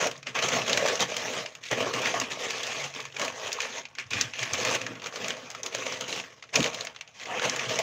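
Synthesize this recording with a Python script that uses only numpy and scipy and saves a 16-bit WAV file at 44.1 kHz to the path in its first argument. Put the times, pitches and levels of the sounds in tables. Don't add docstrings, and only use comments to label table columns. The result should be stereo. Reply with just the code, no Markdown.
import sys
import numpy as np
from scipy import signal
from scipy.fft import rfft, irfft, next_fast_len
from scipy.io import wavfile
from scipy.ndimage import uniform_filter1d, map_coordinates

SR = 44100
rng = np.random.default_rng(int(sys.argv[2]) if len(sys.argv) > 2 else 0)


def waveform_to_disk(signal):
    frames = np.transpose(np.atleast_2d(signal))
    scaled = np.clip(frames, -1, 1) * 32767
    samples = np.round(scaled).astype(np.int16)
    wavfile.write(sys.argv[1], SR, samples)


N = 344862


# f/Hz, level/dB
CRINKLE_SPECTRUM = [(820, -21.5), (1400, -13.5), (1710, -1.5), (1910, -2), (2410, 2), (3680, -4.5),
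                    (4730, -8), (6460, -2), (6860, -7), (8140, -21), (9000, -27.5), (12100, -35.5),
                    (14700, -29), (15500, -35)]
FLEX_SPECTRUM = [(250, -32), (335, -16), (385, -3), (440, 1.5), (510, 5), (570, -2.5), (640, 2.5),
                 (720, -3.5), (860, -4), (1000, -8.5), (1090, 0), (1350, -6.5), (1600, -14), (2400, -49)]
PUFF_SPECTRUM = [(25, -48), (50, -62.5), (80, -33), (110, 4.5), (135, 0.5), (195, 3), (280, 4.5), (340, -3),
                 (500, -51)]
def sheets(puff_lag_s=0.011):
    (crinkle_gain, treble_gain, flex_gain, puff_gain), hollow_hz, sliding = hands()
    crushing = crackle(per_s=600, size_db=3, clump_db=6.5, slide_db=3.5, slide_ms=4.3, rub_db=-17)
    brushing = crackle(per_s=2500, size_db=2.5, clump_db=4.5, slide_db=4, slide_ms=4.2, rub_db=-16,
                       pitches=9)
    buckles = np.sqrt(1 - sliding) * crushing + np.sqrt(sliding) * brushing
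    buckles = shifting_shape(buckles, depth_db=3.4, per_octave=7, per_s=32)
    crinkle = colour(buckles, CRINKLE_SPECTRUM)
    coarse = colour(crinkle, [(3200, -1.5), (4000, -21), (5000, -26)])
    fine = crinkle - coarse
    crisp = from_db(0.07) * crinkle_gain * rms_one(coarse)
    crisp += from_db(-0.92) * treble_gain * rms_one(fine)
    crisp += from_db(-7) * treble_gain * wrinkles(per_s=95, size_db=3.5, decay_ms=0.71)
    flex = hollow(colour(buckles, FLEX_SPECTRUM), hollow_hz, lift_db=3, octaves=0.44)
    flexing = from_db(-1) * flex_gain * rms_one(flex)
    puff_gain = np.interp(np.arange(N) - puff_lag_s * SR, np.arange(N), puff_gain)
    puffs = from_db(-1.5) * puff_gain * rms_one(colour(buckles, PUFF_SPECTRUM))
    return crisp + flexing + puffs


# t/s, length/s, swell/dB, settling/dB, crinkle level/dB,
# treble over crinkle/dB, flex level/dB, puff level/dB, hollow f/Hz, sliding share/0-1
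HAND_STROKES = [(-0.002, 0.073, -4, -10, -31, -2, -29.5, -42, 540, .3),
                (0.257, 0.04, -3, -5.5, -41, -4, -44, -51, 467, .2),
                (0.343, 0.052, 0, -9, -28.5, -8, -30.5, -53, 1110, 0.57),
                (0.415, 0.048, -2, -5.5, -29.5, -2.5, -27, -41, 510, 0.8),
                (0.474, 0.02, -3, -7, -35.5, 2, -31, -40, 560, 0.3),
                (0.508, 0.067, 3.5, -1.5, -31.5, -2, -30, -38.5, 600, 0.56),
                (0.659, 0.19, -3.5, -5, -35, -0.5, -32, -39, 570, 0.65),
                (0.849, 0.13, -10, -8, -35.5, 1, -32, -49, 565, 0.48),
                (0.991, 0.032, -1, -12, -29, 1, -26.5, -34, 750, 0.46),
                (1.076, 0.3, 4.5, 0, -39.5, 0, -38.5, -49, 634, 0.48),
                (1.624, 0.095, -2, -9, -45.5, 0.5, -63, -76, 696, 0.32),
                (1.702, 0.029, 6, -5.5, -32, -6, -32, -39.5, 495, 0.56),
                (1.765, 0.047, 7, -2.5, -35.5, -5, -31, -39, 466, .6),
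                (1.853, 0.025, -0.5, -0.5, -39, -1, -33, -45, 450, 0.7),
                (1.924, 0.13, -2, 0, -35.5, -2.5, -32, -41.5, 573, 0.4),
                (2.036, 0.041, 3.5, -2.5, -30.5, -4.5, -33.5, -46, 1200, .5),
                (2.127, 0.058, 1, -4.5, -35.5, -4.5, -31, -47, 760, 0.34),
                (2.203, 0.017, 1, -6.5, -33.5, -2, -35, -42, 560, 0.55),
                (2.295, 0.026, 7.5, -6.5, -39, 1.5, -38, -49, 750, 0.77),
                (2.383, 0.076, 5, -4.5, -38.5, -1, -36.5, -55, 900, 0.84),
                (2.476, 0.38, 1, -4, -38.5, -.5, -40, -55, 670, 0.9),
                (2.941, 0.1, -8.5, -0.5, -43.5, -2, -43, -57, 600, .3),
                (3.132, 0.096, 19, 0, -44.5, -0.5, -41, -53.5, 600, .4),
                (3.333, 0.14, 12.5, 0, -45.5, 0, -41.5, -64, 700, 0.4),
                (3.535, 0.11, 10.5, 0.5, -43, -2.5, -42.5, -69, 1000, 0.53),
                (3.687, 0.1, 13.5, -30, -46.5, 1, -48, -64, 640, 0.6),
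                (3.98, 0.036, -9, -11, -36.5, -6, -49, -59, 1100, .3),
                (4.102, 0.12, 3.5, -5.5, -34, -3.5, -41.5, -46.5, 890, 0.7),
                (4.323, 0.11, 19, -3.5, -40, -3.5, -46, -55, 905, 0.56),
                (4.482, 0.065, 18.5, -13, -39.5, -3, -41.5, -55, 850, 0.03),
                (4.569, 0.18, 6, -8.5, -33.5, 0.5, -33, -44.5, 485, 0.3),
                (4.79, 0.18, -4, 0, -47.5, -6, -44, -45, 487, 0.63),
                (5.012, 0.067, 2, -5, -45, -1, -41.5, -55, 900, 0.7),
                (5.122, 0.19, 8.5, -4.5, -42, -2, -40, -49.5, 500, 0.94),
                (5.356, 0.25, 1, -9, -51.5, -2, -50, -58, 696, 0.8),
                (5.626, 0.045, 5, -7, -45.5, 1, -41, -53, 800, .3),
                (5.716, 0.23, 1.5, 0, -41.5, 0, -39.5, -49, 490, 0.26),
                (6.002, 0.019, -6, 2, -39.5, -1.5, -36, -45, 443, 0.34),
                (6.072, 0.12, 2, -7.5, -41.5, 4, -38.5, -50, 480, 0.3),
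                (6.227, 0.091, -21, 4, -51, -18, -59, -70, 490, 0.4),
                (6.524, 0.035, 15.5, -15, -34.5, -2.5, -34.5, -43.5, 760, 0.24),
                (6.566, 0.11, -0.5, -6, -37, 1, -31, -46, 500, 0.1),
                (6.713, 0.098, 0, 4, -44.5, -1.5, -39.5, -60, 750, 0.47),
                (7.137, 0.098, 16, -5, -50, -2.5, -57.5, -70, 700, 0.85),
                (7.245, 0.14, 11, -9, -41.5, -6.5, -39, -52, 835, 0.6),
                (7.41, 0.043, 7, -3.5, -30.5, -4, -32, -40, 745, 0.95),
                (7.516, 0.15, 0.5, -9, -37.5, -4, -37.5, -54, 940, 0.77),
                (7.678, 0.14, -6.5, -9, -34.5, -2.5, -33.5, -43.5, 630, 0.43)]
def hands():
    rest = from_db([[-62], [-64.5], [-61.5], [-69]])
    rest = rest * waver(depth_db=3, per_s=55)
    envelopes = np.array([stroke(*row[:4]) for row in HAND_STROKES]) ** 2
    crinkle_db, bright_db, flex_db, puff_db, hollow_hz, sliding = np.transpose(HAND_STROKES)[4:]
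    powers = from_db([crinkle_db, crinkle_db + bright_db, flex_db, puff_db]) ** 2
    crinkle_power, _, flex_power, _ = powers
    gains = np.sqrt(powers @ envelopes + rest ** 2)
    weighted_hz = (flex_power * hollow_hz) @ envelopes + 1e-12 * hollow_hz.mean()
    centre_hz = weighted_hz / (flex_power @ envelopes + 1e-12)
    sliding_share = (crinkle_power * sliding) @ envelopes / gains[0] ** 2
    return gains * stalls(depth_db=-1.5, length_s=0.017), centre_hz, np.clip(sliding_share, 0, 1)


def stroke(start_s, length_s, swell_db, settle_db, attack_s=0.012, stop_db_s=416, settle_db_s=129):
    t = np.arange(N) / SR - start_s
    gain, live = np.zeros(N), (t > 0) & (t < length_s + 1)
    t = t[live]
    after = np.maximum(t - length_s, 0)
    held_db = swell_db * (np.minimum(t / length_s, 1) - .5)
    release_db = np.maximum(-stop_db_s * after, min(settle_db, 0) - settle_db_s * after)
    gain[live] = np.minimum(t / attack_s, 1) * from_db(held_db + release_db)
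    return gain


def crackle(per_s, size_db, clump_db, slide_db, slide_ms, rub_db, pitches=18):
    born = rng.random(N) < per_s * from_db(clump_db * drift(70)) / SR
    sizes = born * from_db(size_db * np.minimum(rng.exponential(1, N), 4)) * rng.choice([-1, 1], N)
    pitch_index, cracks = rng.integers(0, pitches, N), 0
    for k, hz in enumerate(np.geomspace(900, 7000, pitches)):
        flip = facet(hz, decay_ms=.9, ring_db=-6, tail_db=-24, tail_ms=4)
        cracks = cracks + signal.oaconvolve((sizes * (pitch_index == k))[None], flip, axes=1)[:, :N]
    slip = signal.lfilter([1], [1, -np.exp(-1000 / (slide_ms * SR))], sizes ** 2 + 1e-18)
    swish = from_db(slide_db) * np.sqrt(slip / slip.mean()) + from_db(rub_db)
    rustle = rms_one(cracks) + swish * rms_one(rng.standard_normal((2, N)))
    power = uniform_filter1d(np.mean(rustle ** 2, axis=0), size=1100)
    return microphone_pair(rustle / np.sqrt(power + 1e-9))


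def facet(hz, decay_ms, ring_db, tail_db, tail_ms, rise_ms=0, run_ms=0):
    ms = np.arange(SR // 12) * 1000 / SR
    noise = rng.standard_normal((2, len(ms)))
    crack = rms_one(noise + from_db(ring_db) * rms_one(resonance(noise, hz, hz / 4)))
    rise = np.minimum((ms + 1e-3) / (rise_ms + 1e-3), 1) ** 4
    after = np.maximum(ms - rise_ms - max(run_ms, 0), 0)
    return crack * rise * (np.exp(-after / decay_ms) + from_db(tail_db) * np.exp(-after / tail_ms))


def shifting_shape(x, depth_db, per_octave, per_s):
    hz, t, cells = signal.stft(x, SR, nperseg=512)
    where = np.meshgrid(per_octave * np.log2(1 + hz / 400), per_s * t, indexing="ij")
    gain_db = depth_db * map_coordinates(rng.standard_normal((64, 512)), where, order=1, mode="wrap")
    return signal.istft(cells * from_db(gain_db), SR)[1][:, :N]


def hollow(x, centre_hz, lift_db, octaves):
    hz, t, cells = signal.stft(x, SR, nperseg=512)
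    away = np.log2((hz[:, None] + 1) / np.interp(t * SR, np.arange(N), centre_hz)) / octaves
    gain = from_db(lift_db * np.exp(-away ** 2))
    power = np.mean(abs(cells) ** 2, axis=(0, 2))
    gain /= np.sqrt(power @ gain ** 2 / power.sum())
    return signal.istft(cells * gain, SR)[1][:, :N]


# f/Hz, level/dB
WRINKLE_SPECTRUM = [(1500, -25), (3200, 9), (5000, -4), (6700, 9), (8300, -21), (12000, -27), (15500, -22)]
def wrinkles(per_s, size_db, decay_ms, pitches=8):
    born = rng.random(N) < per_s / SR
    sizes = born * from_db(size_db * np.minimum(rng.exponential(1, N), 2))
    pitch_index, ticks = rng.integers(0, pitches, N), np.zeros((2, N + SR))
    flips = [facet(hz, decay_ms, ring_db=-2, tail_db=-26, tail_ms=3)
             for hz in np.geomspace(3200, 7000, pitches)]
    for at in np.flatnonzero(born):
        add_at(ticks, at / SR, sizes[at] * flips[pitch_index[at]])
    return rms_one(microphone_pair(colour(ticks[:, :N], WRINKLE_SPECTRUM)))


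# f/Hz, level/dB
SNAP_SPECTRUM = [(150, -35), (500, -12), (1400, -5.5), (2500, -1.5), (4300, -5.5), (6600, -6), (7400, -17),
                 (8400, -32), (12000, -67.5), (15500, -42)]
EDGE_SPECTRUM = [(2000, -11), (4000, 1.5), (6800, 16.5), (8500, -6), (12000, -11), (15500, -8)]
# t/s, relative body level/dB, f/Hz, relative edge level/dB
CREASE_SNAPS = [(0.069, -14, 2470, -44), (0.112, -19, 2550, -54.5), (0.155, -28, 1780, -75),
                (0.163, -33, 3790, -74), (0.177, -31, 6380, -68), (0.228, -24.5, 2290, -70),
                (0.268, -16, 2430, -75), (0.351, -17, 1700, -58), (0.388, -14, 2310, -60),
                (0.423, -10.5, 1540, -59), (0.485, -12, 6000, -45), (0.617, -16.5, 2740, -63),
                (0.68, -18, 3300, -53), (0.695, -11.5, 2700, -48), (0.7293, -8.5, 3700, -44.5),
                (0.773, -8, 1770, -40.5), (0.884, -12, 1700, -44), (0.954, -13.5, 6300, -58),
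                (1.004, -12.5, 3880, -43), (1.017, -11, 1280, -50), (1.1655, -13, 2820, -42.5),
                (1.335, -22, 2900, -58), (1.459, -17, 2370, -64), (1.551, -26, 2830, -59),
                (1.636, -25, 2468, -75), (1.712, -17, 2410, -46), (1.803, -15, 2440, -62),
                (1.936, -13.5, 1760, -51), (2.017, -20, 5970, -50), (2.056, -12.5, 1830, -54),
                (2.1987, -11.5, 6420, -42.5), (2.213, -15, 2780, -62), (2.505, -15.5, 2490, -47),
                (2.632, -14.5, 3860, -52), (2.667, -20.5, 5150, -51), (2.84, -16, 6900, -62),
                (2.904, -35, 2420, -79), (3.002, -18.5, 2480, -58), (3.052, -23, 2420, -60),
                (2.938, -22, 2250, -67), (3.123, -30, 3100, -80), (3.165, -17.5, 2200, -63),
                (3.195, -14, 1080, -49), (3.214, -13, 2450, -50), (3.248, -16, 937, -49),
                (3.279, -16.5, 2760, -54), (3.517, -16.5, 2430, -70), (3.5275, -13, 5200, -44),
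                (3.603, -10.5, 2440, -51), (3.617, -17.5, 2350, -50), (3.852, -21, 2580, -83),
                (3.886, -39, 5960, -85), (3.9509, -26, 2110, -66), (3.9839, -16.5, 1700, -64),
                (4.065, -35, 6600, -81), (4.106, -24, 4280, -52), (4.132, -11.5, 2650, -63),
                (4.2102, -6.5, 6000, -41), (4.335, -18.5, 2230, -75), (4.354, -29.5, 2130, -75),
                (4.391, -16, 2730, -55), (4.429, -13.5, 2270, -51), (4.533, -12.5, 6040, -43),
                (4.649, -14, 2300, -41.5), (4.749, -13.5, 2750, -43), (4.814, -17.5, 2550, -55),
                (4.864, -15.5, 1720, -58), (4.953, -28, 2410, -81), (4.997, -29, 3100, -76),
                (5.018, -24, 2380, -79), (5.041, -22.5, 3640, -68), (5.059, -17.5, 1390, -58),
                (5.068, -20, 2380, -54), (5.124, -26, 1370, -70), (5.158, -17, 1070, -53),
                (5.243, -17.5, 2480, -65), (5.2817, -16.5, 2560, -47.5), (5.304, -14, 2950, -64),
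                (5.367, -24.5, 1030, -64), (5.5015, -22.5, 2120, -54), (5.513, -23, 6260, -60),
                (5.548, -20, 1160, -59), (5.6312, -15.5, 6160, -52), (5.661, -16, 3200, -47),
                (5.748, -14.5, 1780, -45), (5.864, -14, 2500, -54), (5.922, -14, 1070, -74),
                (5.971, -28, 3445, -66), (6.008, -14, 3040, -48.5), (6.126, -17, 2400, -59),
                (6.198, -18, 2660, -67), (6.424, -22, 2660, -90), (6.438, -31, 1380, -85),
                (6.49, -33, 2050, -85), (6.5389, -14, 2410, -68), (6.555, -4, 6540, -39),
                (6.557, -4.5, 2550, -43), (6.603, -14, 2880, -47), (6.627, -15, 3850, -47),
                (6.641, -11.5, 2400, -46), (6.659, -11.5, 2420, -53), (6.672, -19, 3700, -59),
                (6.731, -21, 2480, -71), (6.744, -18, 3750, -52), (6.807, -15, 3970, -53),
                (6.849, -23, 1940, -53.5), (6.869, -18, 2440, -63), (6.947, -31, 1700, -76.5),
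                (6.961, -23, 2790, -83), (6.987, -36, 2200, -81), (7.009, -19.5, 2470, -61),
                (7.075, -30.5, 2850, -90), (7.197, -25, 1900, -85), (7.255, -19.5, 2080, -75),
                (7.394, -14.5, 1340, -73), (7.495, -10.5, 5800, -49), (7.561, -17, 1770, -49),
                (7.593, -14, 2430, -75), (7.693, -16, 2500, -56), (7.788, -10.5, 2330, -40.5)]
def creases(body_gain_db=-5, edge_gain_db=11.5, note_db=-5):
    snaps, edges = np.zeros((2, 2, N + SR))
    mean_db = np.mean(np.transpose(CREASE_SNAPS)[1])
    for s, body_db, hz, edge_db in CREASE_SNAPS:
        purity_db = np.interp(hz, [2400, 3700], [-13, -3])
        run_ms = 0.62 + 0.12 * (body_db - mean_db)
        decay_ms = 3 * np.sqrt(2300 / hz)
        snap = facet(hz, decay_ms, purity_db, tail_db=-12.5, tail_ms=15.6, rise_ms=1.5, run_ms=run_ms)
        snap += from_db(note_db) * swing(hz, rise_ms=0.96, decay_ms=1.63)
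        snap = low_cut(snap, 0.23 * hz)
        edge = facet(hz, decay_ms=1.6, ring_db=-38, tail_db=-7.5, tail_ms=12, rise_ms=0.99, run_ms=0.59)
        add_at(snaps, s, snap * from_db(body_db + body_gain_db))
        add_at(edges, s, edge * from_db(edge_db + edge_gain_db))
    snapping = colour(snaps[:, :N], SNAP_SPECTRUM) + colour(edges[:, :N], EDGE_SPECTRUM)
    return microphone_pair(snapping) * from_db([[.6], [-.6]])


def stalls(depth_db, length_s):
    dip_db, n = np.zeros(N), round(length_s * SR)
    for s, *_ in CREASE_SNAPS:
        at = round(s * SR)
        dip_db[at - n:at] = depth_db * signal.windows.tukey(n, .5)
    return from_db(dip_db)


# t/s, level/dB, f/Hz
PANEL_POPS = [(0.063, -17, 594), (0.825, -17, 550), (0.852, -14.5, 573), (0.935, -20, 554),
              (1.12, -21.5, 633), (1.372, -26, 506), (1.449, -29, 646), (1.87, -21, 1120),
              (2.372, -26.5, 640), (2.466, -26, 472), (2.995, -29, 1160), (3.053, -31.5, 1100),
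              (3.216, -26, 590), (3.587, -24, 1065), (3.656, -30, 580), (4.919, -32, 484),
              (5.124, -33, 1160), (5.379, -36, 673), (5.749, -23.5, 563), (5.865, -21, 554),
              (7.798, -18, 667)]
def pops(rise_ms, decay_ms):
    out = np.zeros((2, N + SR))
    for s, level_db, hz in PANEL_POPS:
        add_at(out, s, from_db(level_db) * low_cut(swing(hz, rise_ms, decay_ms), hz / 2))
    return out[:, :N]


def swing(hz, rise_ms, decay_ms):
    ms = np.arange(SR // 12) * 1000 / SR
    phase = 2 * np.pi * (hz * ms / 1000 + rng.random())
    mic_offset = min(hz / 4000, .7) * rng.choice([-1, 1]) * np.array([[1], [-1]])
    envelope = np.minimum(ms / rise_ms, 1) ** 4 * np.exp(-np.maximum(ms - rise_ms, 0) / decay_ms)
    return np.sin(phase + mic_offset) * envelope


# t/s, length/s, first f/Hz, last f/Hz, level/dB
CLOSING_FOLDS = [(.01, 0.098, 580, 530, -37.5), (0.662, 0.24, 560, 545, -33),
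                 (1.005, 0.026, 1220, 1110, -38), (1.71, 0.027, 510, 447, -29),
                 (1.856, 0.035, 427, 400, -35), (2.056, 0.033, 1800, 1670, -35),
                 (2.132, 0.053, 810, 574, -32), (3.189, 0.062, 610, 537, -33.5),
                 (3.751, 0.083, 610, 625, -50.5), (4.577, .05, 470, 417, -37.5),
                 (6.569, 0.027, 620, 664, -30), (6.587, 0.041, 302, 200, -29.5),
                 (7.264, 0.11, 810, 686, -38.5), (7.437, .04, 1310, 1150, -42),
                 (7.781, 0.036, 650, 610, -31)]
def folds(width_hz):
    out, r = np.zeros((2, N + SR)), np.exp(-np.pi * width_hz / SR)
    for s, length_s, first_hz, last_hz, level_db in CLOSING_FOLDS:
        n = round(length_s * SR)
        glide = np.exp(2j * np.pi * np.cumsum(np.geomspace(first_hz, last_hz, n)) / SR)
        ring = glide * signal.lfilter([1], [1, -2 * r, r * r], rng.standard_normal((2, n)) / glide)
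        add_at(out, s, from_db(level_db) * rms_one(ring.real) * signal.windows.tukey(n, .5))
    return microphone_pair(out[:, :N])


# t/s, level/dB, f/Hz
FLOOR_KNOCKS = [(1.004, -29, 212), (1.715, -30, 124), (2.218, -30, 254), (3.203, -35, 196),
                (3.441, -42, 111), (3.694, -42.5, 222), (4.055, -42, 106), (4.113, -38, 116),
                (4.153, -28, 106.4), (4.248, -33, 115), (4.409, -34.5, 125), (4.523, -31.5, 103),
                (4.665, -33, 117), (5.228, -35, 193), (6.588, -22, 155), (6.603, -24, 224),
                (7.585, -40, 135), (7.669, -31, 130), (7.74, -44, 134)]
def knocks(rise_s, decay_s, sag_share, sag_s):
    out, t = np.zeros(N + SR), np.arange(SR // 2) / SR
    cycles_per_hz = np.cumsum(1 + sag_share * (np.exp(-t / sag_s) - .5)) / SR
    envelope = (1 - np.exp(-t / rise_s)) * np.exp(-t / decay_s)
    for s, level_db, hz in FLOOR_KNOCKS:
        add_at(out, s, from_db(level_db) * envelope * np.sin(2 * np.pi * hz * cycles_per_hz))
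    return out[:N]


# f/Hz, width/Hz, level/dB
ROOM_RESONANCES = [(522, 11, -21), (631.4, 14, -5.5), (937, 17, 1.5), (1092, 18, -16)]
def room_ring(x):
    return sum(from_db(db) * resonance(x, hz, width_hz) for hz, width_hz, db in ROOM_RESONANCES)


# f/Hz, t60/s
WALL_DECAY = [(150, 0.55), (530, 0.15), (1400, 0.2), (3700, 0.087), (10000, 0.019)]
def walls(x, wet_db):
    t = np.arange(SR // 2) / SR
    edges, tail = np.geomspace(50, 16000, 10), 0
    for low, high in zip(edges, edges[1:]):
        bandpass = signal.butter(2, [low, high], "band", fs=SR, output="sos")
        band = signal.sosfilt(bandpass, rng.standard_normal((2, len(t))))
        tail = tail + band * np.exp(-np.log(1000) * t / at_hz(WALL_DECAY, np.sqrt(low * high)))
    tail *= t > .005
    tail /= np.sqrt(np.sum(tail ** 2) / 2)
    return from_db(wet_db) * microphone_pair(signal.fftconvolve(x, tail, axes=1)[:, :N])


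# t/s, length/s, first f/Hz, last f/Hz, level/dB
HUM_SWELLS = [(0.0, 0.53, 142, 133, -57), (2.68, 0.55, 142.4, 133.3, -53)]
def hum():
    out = np.zeros(N)
    for s, length_s, first_hz, last_hz, level_db in HUM_SWELLS:
        n = round(length_s * SR)
        tone = np.sqrt(2) * np.sin(2 * np.pi * np.cumsum(np.linspace(first_hz, last_hz, n)) / SR)
        add_at(out, s, from_db(level_db) * tone * signal.windows.tukey(n, .5))
    return out * waver(depth_db=5, per_s=28)


# f/Hz, level/dB
ROOM_TONE_SPECTRUM = [(25, -10), (70, 7), (115, 16), (155, 15.5), (210, -36), (600, -20), (1500, -5.5),
                      (2500, -42), (6500, -27), (8500, -49), (15500, -40)]
def room_tone(level_db):
    noise = colour(rng.standard_normal((2, N)), ROOM_TONE_SPECTRUM)
    return from_db(level_db) * rms_one(microphone_pair(noise))


# f/Hz, side-to-mid level/dB
PAIR_WIDTH = [(60, -8), (170, -25), (350, -8), (700, -6), (1400, -0.5), (2800, -2), (5600, 0),
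              (12000, -0.5)]
def microphone_pair(x):
    mid, side = x[0] + x[1], colour(x[0] - x[1], PAIR_WIDTH)
    return np.array([mid + side, mid - side]) / 2


def from_db(db):
    return 10 ** (np.asarray(db) / 20)


def rms_one(x):
    return x / np.sqrt(np.mean(x.mean(axis=0) ** 2) + 1e-20)


def add_at(track, start_s, sound):
    at = round(start_s * SR)
    track[..., at:at + sound.shape[-1]] += sound


def at_hz(points, hz):
    f, value = np.transpose(points)
    return np.interp(np.log(np.maximum(hz, 1)), np.log(f), value)


def colour(x, points):
    size = next_fast_len(x.shape[-1] + SR // 20)
    gain = from_db(at_hz(points, np.fft.rfftfreq(size, 1 / SR)))
    return irfft(rfft(x, size) * gain, size)[..., :x.shape[-1]]


def low_cut(x, hz):
    return signal.sosfilt(signal.butter(2, hz, "high", fs=SR, output="sos"), x)


def resonance(x, hz, width_hz):
    r = np.exp(-np.pi * width_hz / SR)
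    feedback = [1, -2 * r * np.cos(2 * np.pi * hz / SR), r * r]
    return signal.lfilter(np.array([1, 0, -1]) * (1 - r * r) / 2, feedback, x)


def drift(per_s):
    knots = rng.standard_normal(N // 10)
    return np.interp(np.arange(N) * per_s / SR, np.arange(len(knots)), knots)


def waver(depth_db, per_s):
    gain = from_db(depth_db * drift(per_s))
    return gain / np.sqrt(np.mean(gain ** 2))


# f/Hz, left-to-right level/dB
PAIR_BALANCE = [(100, -0.5), (350, -4.5), (700, -2), (1400, 1), (2800, -1.1), (6000, 1.3)]
def scene():
    paper = sheets() + creases() + pops(rise_ms=1, decay_ms=3.7) + folds(width_hz=160)
    paper += knocks(rise_s=0.0038, decay_s=0.018, sag_share=0.42, sag_s=.02)
    left, right = paper + room_ring(paper) + walls(paper, wet_db=-16.5) + hum() + room_tone(-66.5)
    return np.array([colour(left, [(hz, db / 2) for hz, db in PAIR_BALANCE]),
                     colour(right, [(hz, -db / 2) for hz, db in PAIR_BALANCE])])


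def record(dry):
    rounded = 0.78 * np.tanh(dry / 0.87)
    top_cut = signal.ellip(10, .2, 80, 15700, fs=SR, output="sos")
    return signal.sosfilt(top_cut, low_cut(rounded, hz=48))


dry = scene()
out = record(dry)
waveform_to_disk(out)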